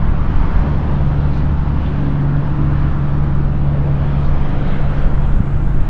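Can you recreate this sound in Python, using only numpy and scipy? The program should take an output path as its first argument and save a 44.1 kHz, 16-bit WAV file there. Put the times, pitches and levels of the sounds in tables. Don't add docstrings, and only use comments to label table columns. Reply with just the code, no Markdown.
import sys
import numpy as np
from scipy import signal
from scipy.fft import rfft, irfft, next_fast_len
from scipy.io import wavfile
from scipy.ndimage import uniform_filter1d

SR = 44100
rng = np.random.default_rng(int(sys.argv[2]) if len(sys.argv) > 2 else 0)


def transcribe(u):
    v = np.clip(np.atleast_2d(u).T, -1, 1)
    q = np.round(v * 32767).astype(np.int16)
    wavfile.write(sys.argv[1], SR, q)


N = 259749
TIME = np.arange(N) / SR

CRANK_HZ, CRANK_EXCESS_HZ, SETTLE_S = 23.39, .98, 2.2
SCATTER = 0.036
# (multiple of crankshaft speed, loudest t/s, half length/s, level/dB)
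TRUCK_NOTES = [(3, 1.3, 6, -20.5), (6, 3, 3.8, -17.5), (8, 4.68, .17, -27.5), (9, .55, 0.4, -33),
               (9, 1.8, 1.2, -35), (9, 3.7, .6, -40), (11, 2.2, 1.4, -34.8), (12, .6, .45, -37.5),
               (12, 1.95, .9, -31), (12, 4.6, 0.42, -35), (13, 2.65, .6, -33.7), (13, 3.65, .45, -40)]
# (multiple of crankshaft speed, t/s, half length/s, change/dB)
NOTE_CHANGES = [(6, 0.13, 0.1, -7), (6, .48, 0.12, -13), (3, .46, 0.09, -7), (6, .84, .06, -6),
                (6, 1.53, 0.09, -4), (3, 1.58, .12, 2.5), (6, 1.78, 0.09, -9), (3, 2.25, 0.25, -7.5),
                (6, 2.5, .3, 1.3), (6, 2.93, 0.07, -5.5), (6, 3.38, 0.15, -3), (6, 4.02, .1, -1.5),
                (6, 4.46, .12, -5.5), (6, 4.75, .08, -4.5), (3, 4.7, 0.25, -5), (6, 5.1, 0.06, -4.5),
                (6, 5.43, .04, -7), (3, 5.72, .12, -7), (6, 5.84, 0.1, -6.5)]

DRONE_DB, DRONE_PEAK_S, DRONE_FALL_DB = -21.5, 1.3, -0.13
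# (f/Hz, relative level/dB per Hz)
DRONE_SPECTRUM = [(30, -16), (55, -3.5), (75, -2), (100, -0.5), (140, -1), (165, -0.6), (195, -1.5),
                  (235, -9), (300, -11), (350, -12), (410, -22.5), (900, -52.5)]

ROAR_DB, RUSH_DB, HISS_DB = -36, -36, -40
# (f/Hz, relative level/dB per Hz)
ROAR_SPECTRUM = [(150, -20), (300, -7), (430, 1.5), (560, 2), (750, -2), (1000, -10), (1600, -27),
                 (4000, -61)]
RUSH_SPECTRUM = [(350, -23.5), (650, -3.5), (900, 1.2), (1150, -1.6), (1420, -8), (1700, -11), (2100, -17),
                 (3000, -21.5), (4000, -26.5), (6000, -37), (9000, -57), (12000, -77)]
HISS_SPECTRUM = [(600, -27), (900, -8), (1150, -1), (1420, -0.5), (1700, -6), (2100, -13.5), (3000, -24),
                 (6000, -55)]
# (t/s, half length/s, roar change/dB, rush change/dB, hiss change/dB)
TRAFFIC_WAVES = [(.06, 0.08, 0, -1, 2.5), (.36, 0.11, -1, 1, 4), (.56, 0.15, 1.5, 3, 3.5),
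                 (.88, 0.36, 4, 1.5, -1), (1.4, .25, -1, 0.5, -2.5), (1.63, 0.085, -3.5, 1.2, -1),
                 (2.82, 0.098, -2, 1.5, 3.5), (3.55, 0.16, 0, -3, -2.5), (3.87, 0.17, 5, -2, -2),
                 (4.55, 0.34, 3, 1, -2), (4.93, 0.27, 3, -3.5, 4.5), (5.62, 0.32, -1.5, -6, -1)]

LEAVES_DB, FIZZ_DB, FIZZ_DB_PER_S = -51, -82.5, 2
# (f/Hz, relative level/dB per Hz)
LEAVES_SPECTRUM = [(700, -11.5), (1400, 5), (2100, 6), (3200, 0.5), (4200, -9), (5500, -17), (7000, -24),
                   (8500, -42), (11000, -48), (15000, -57.5)]
FIZZ_SPECTRUM = [(2000, -15), (4500, -9.5), (7000, 4), (9300, -3), (10500, -13), (13000, -19), (16000, -21)]
# (t/s, half length/s, rustle change/dB, fine hiss change/dB)
LEAF_PUFFS = [(.6, 0.59, 5.5, -0.5), (1.25, 0.2, 2, 3), (1.98, 0.24, 5.5, -3.5), (2.72, 0.22, 3.5, -1),
              (4.35, 0.59, 6.5, -3), (4.76, 0.22, 3.5, 0), (4.98, 0.1, 6, -0.5), (5.35, 0.64, 1, 7),
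              (5.55, .22, -1, -0.5)]
# (t/s, half length/s, centre f/Hz, spread of the band with 1 = usual, level/dB)
BRUSH_SWISHES = [(1.37, .075, 4000, 1.4, -49.7), (1.86, .1, 2900, 1.2, -47.5), (1.862, .025, 3400, .9, -45),
                 (4.26, .04, 4200, 1.3, -54), (4.68, .035, 3900, 1.1, -49.3), (4.74, .06, 3200, 1.1, -47.5),
                 (5, .065, 3100, 1.4, -49.7), (5.25, .04, 3300, 1, -51)]
# (multiple of its centre frequency, relative level/dB per Hz)
STEM_SPECTRUM = [(.3, -20), (.6, -5), (.87, -3.5), (1, 0), (1.08, -3), (1.18, -11), (1.5, -21), (1.9, -44)]
# (t/s, rough peak level/dB, upper edge f/Hz, decay/s)
TWIG_TICKS = [(1.375, -37, 5000, .004), (2.22, -54, 8000, .002), (3.35, -45, 8000, .002),
              (3.981, -58, 8000, .002), (4.494, -41, 10000, .0015)]

# (f/Hz, relative level/dB per Hz)
WIND_SPECTRUM = [(10, -15.5), (20, -4), (32, -1), (42, -8), (55, -8), (72, -14.5), (130, -19.5),
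                 (250, -37.5), (600, -61)]
# (t/s, level/dB)
BREEZE_STRENGTH = [(0, -20), (.55, -20.5), (.85, -24), (1.45, -20.5), (1.75, -24.5), (2.6, -26.5),
                   (3.3, -28), (4, -25.5), (4.4, -20), (5.3, -22.5), (5.89, -17.5)]
# (f/Hz, relative level/dB per Hz)
SURGE_SPECTRUM = [(3, -27.5), (7, -9), (11, 2.5), (16, -3), (24, -13.5), (60, -48.5)]
# (t/s, level/dB)
SURGE_STRENGTH = [(0, -13.5), (.9, -18.5), (1.7, -20), (2.9, -19.5), (3.3, -15.5), (4.1, -20), (4.35, -16),
                  (5.2, -13.5), (5.55, -21), (5.8, -10.5)]
# (f/Hz, relative level/dB per Hz)
BUFFET_SPECTRUM = [(10, -21.5), (20, -1), (28, 2.5), (38, -5), (55, -10), (100, -31), (300, -58)]
# (t/s, half length/s, level/dB)
WIND_GUSTS = [(0.113, 0.046, -13.5), (0.416, 0.099, -11.5), (0.583, 0.043, -8.5), (2.864, 0.12, -21),
              (3.23, 0.037, -18), (3.445, 0.045, -12), (4.343, 0.062, -13), (5.053, 0.031, -10),
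              (5.144, .05, -13), (5.335, 0.084, -10.5), (5.705, 0.049, -10.5)]
# (t/s, half length/s, level of the push/dB before peaks are rounded)
WIND_THUMPS = [(5.4064, 0.0017, 1.5)]
# (delay/s, half length/s, share of the push)
THUMP_SIDES = [(-.003, .0016, -.55), (.005, .004, .1)]

EDGE_HZ = 15700


def truck():
    crank_hz = CRANK_HZ + CRANK_EXCESS_HZ * np.exp(-TIME / SETTLE_S)
    crank_turns = np.cumsum(crank_hz) / SR
    out = np.zeros(N)
    for multiple, s, half, db in TRUCK_NOTES:
        change_db = sum(change * swell(at, width) for which, at, width, change in NOTE_CHANGES if which == multiple)
        scatter = SCATTER * (multiple / 3) ** 1.55
        note = far_note(multiple * crank_turns, scatter, rate=4)
        out += gain_of(db + change_db) * swell(s, half) * note
    return out


def far_note(turns, scatter, rate):
    path = evened(1 + scatter * (drift(rate) + 1j * drift(rate)))
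    wave = path * np.exp(2j * np.pi * (turns + rng.random()))
    return np.sqrt(2) * wave.real


def far_engines():
    level_db = DRONE_DB + DRONE_FALL_DB * (TIME - DRONE_PEAK_S) ** 2
    return gain_of(level_db) * steadied(noise(DRONE_SPECTRUM), size=1500)


def tyres():
    roar_db, rush_db, hiss_db = swells_db(TRAFFIC_WAVES)
    roar = gain_of(ROAR_DB + roar_db) * through_air(noise(ROAR_SPECTRUM), patchy_db=0.5)
    rush = gain_of(RUSH_DB + rush_db) * through_air(noise(RUSH_SPECTRUM), patchy_db=1.0)
    hiss = gain_of(HISS_DB + hiss_db) * through_air(noise(HISS_SPECTRUM), patchy_db=1.5)
    return roar + rush + hiss


def foliage():
    return leaves() + dry_brush() + twigs()


def leaves():
    rustle_db, puff_fizz_db = swells_db(LEAF_PUFFS)
    rustle = gain_of(LEAVES_DB + rustle_db) * through_air(noise(LEAVES_SPECTRUM), patchy_db=2.5)
    fizz_db = FIZZ_DB + FIZZ_DB_PER_S * TIME + puff_fizz_db + 1.2 * drift(14)
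    return rustle + gain_of(fizz_db) * noise(FIZZ_SPECTRUM)


def dry_brush():
    out = np.zeros(N)
    for s, half, hz, spread, db in BRUSH_SWISHES:
        stems = noise([(hz * multiple ** spread, level) for multiple, level in STEM_SPECTRUM])
        catching_db = 1.6 * drift(90)
        out += gain_of(db + catching_db) * swell(s, half) * stems
    return out


def twigs():
    out = np.zeros(N)
    for s, db, hz, decay in TWIG_TICKS:
        snap = noise([(500, -10), (1500, 0), (hz, -2), (1.6 * hz, -14), (1.9 * hz, -38)])
        rise = np.clip((TIME - s) / .0004, 0, 1)
        fall = np.exp(-abs(TIME - s) / decay)
        out += gain_of(db - 8.0) * snap * rise * fall
    return out


def wind():
    surge_db, breeze_db = curve(SURGE_STRENGTH)[0], curve(BREEZE_STRENGTH)[0]
    out = gain_of(surge_db) * steadied(noise(SURGE_SPECTRUM), size=6000)
    out += gain_of(breeze_db + 2.5) * steadied(noise(WIND_SPECTRUM), size=3500)
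    gust_gain = sum(gain_of(db) * swell(s, half) for s, half, db in WIND_GUSTS)
    out += gust_gain * steadied(noise(BUFFET_SPECTRUM), size=2500)
    for s, half, db in WIND_THUMPS:
        sides = sum(share * swell(s + delay, width) for delay, width, share in THUMP_SIDES)
        push = swell(s, half) + sides
        others = (1 - swell(s, 10 * half)) ** 2
        out = out * others + gain_of(db) * push
    return out


def gain_of(db):
    return 10 ** (np.asarray(db) / 20)


def evened(x):
    return x / np.sqrt(np.mean(abs(x) ** 2) + 1e-20)


def steadied(x, size):
    return x / np.sqrt(uniform_filter1d(x ** 2, size=size) + .05)


def curve(rows):
    s, *columns = np.transpose(rows)
    return [np.interp(TIME, s, c) for c in columns]


def swell(s, half):
    return np.exp(-((TIME - s) / half) ** 2)


def swells_db(rows):
    return sum(np.outer(changes, swell(s, half)) for s, half, *changes in rows)


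def drift(rate):
    t = TIME[::128]
    speeds = rate * np.geomspace(1 / 10, 1, num=24)
    starts = rng.random((len(speeds), 1))
    waves = np.sin(2 * np.pi * (speeds[:, None] * t + starts))
    return np.interp(TIME, t, evened(waves.sum(0)))


def noise(points):
    size = next_fast_len(N)
    f, db = np.transpose(points)
    log_f = np.log(np.fft.rfftfreq(size, 1 / SR) + 1e-3)
    shape = gain_of(np.interp(log_f, np.log(f), db, right=-120))
    return evened(irfft(rfft(rng.standard_normal(size)) * shape, size)[:N])


def through_air(x, patchy_db):
    z = signal.stft(x, nperseg=1024, noverlap=768)[2]
    patches = uniform_filter1d(rng.standard_normal(z.shape), size=8, axis=0)
    patches = uniform_filter1d(patches, size=26, axis=1)
    z = z * gain_of(patchy_db * evened(patches))
    return evened(signal.istft(z, nperseg=1024, noverlap=768)[1][:N])


def scene():
    return (truck() + far_engines() + tyres() + foliage() + wind())[None]


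def record(dry):
    rounded = dry / (1 + dry ** 16) ** (1 / 16)
    low_pass = signal.firwin(511, EDGE_HZ, window=("kaiser", 9), fs=SR)
    return signal.oaconvolve(rounded, low_pass[None], "same")


dry = scene()
out = record(dry)
transcribe(out)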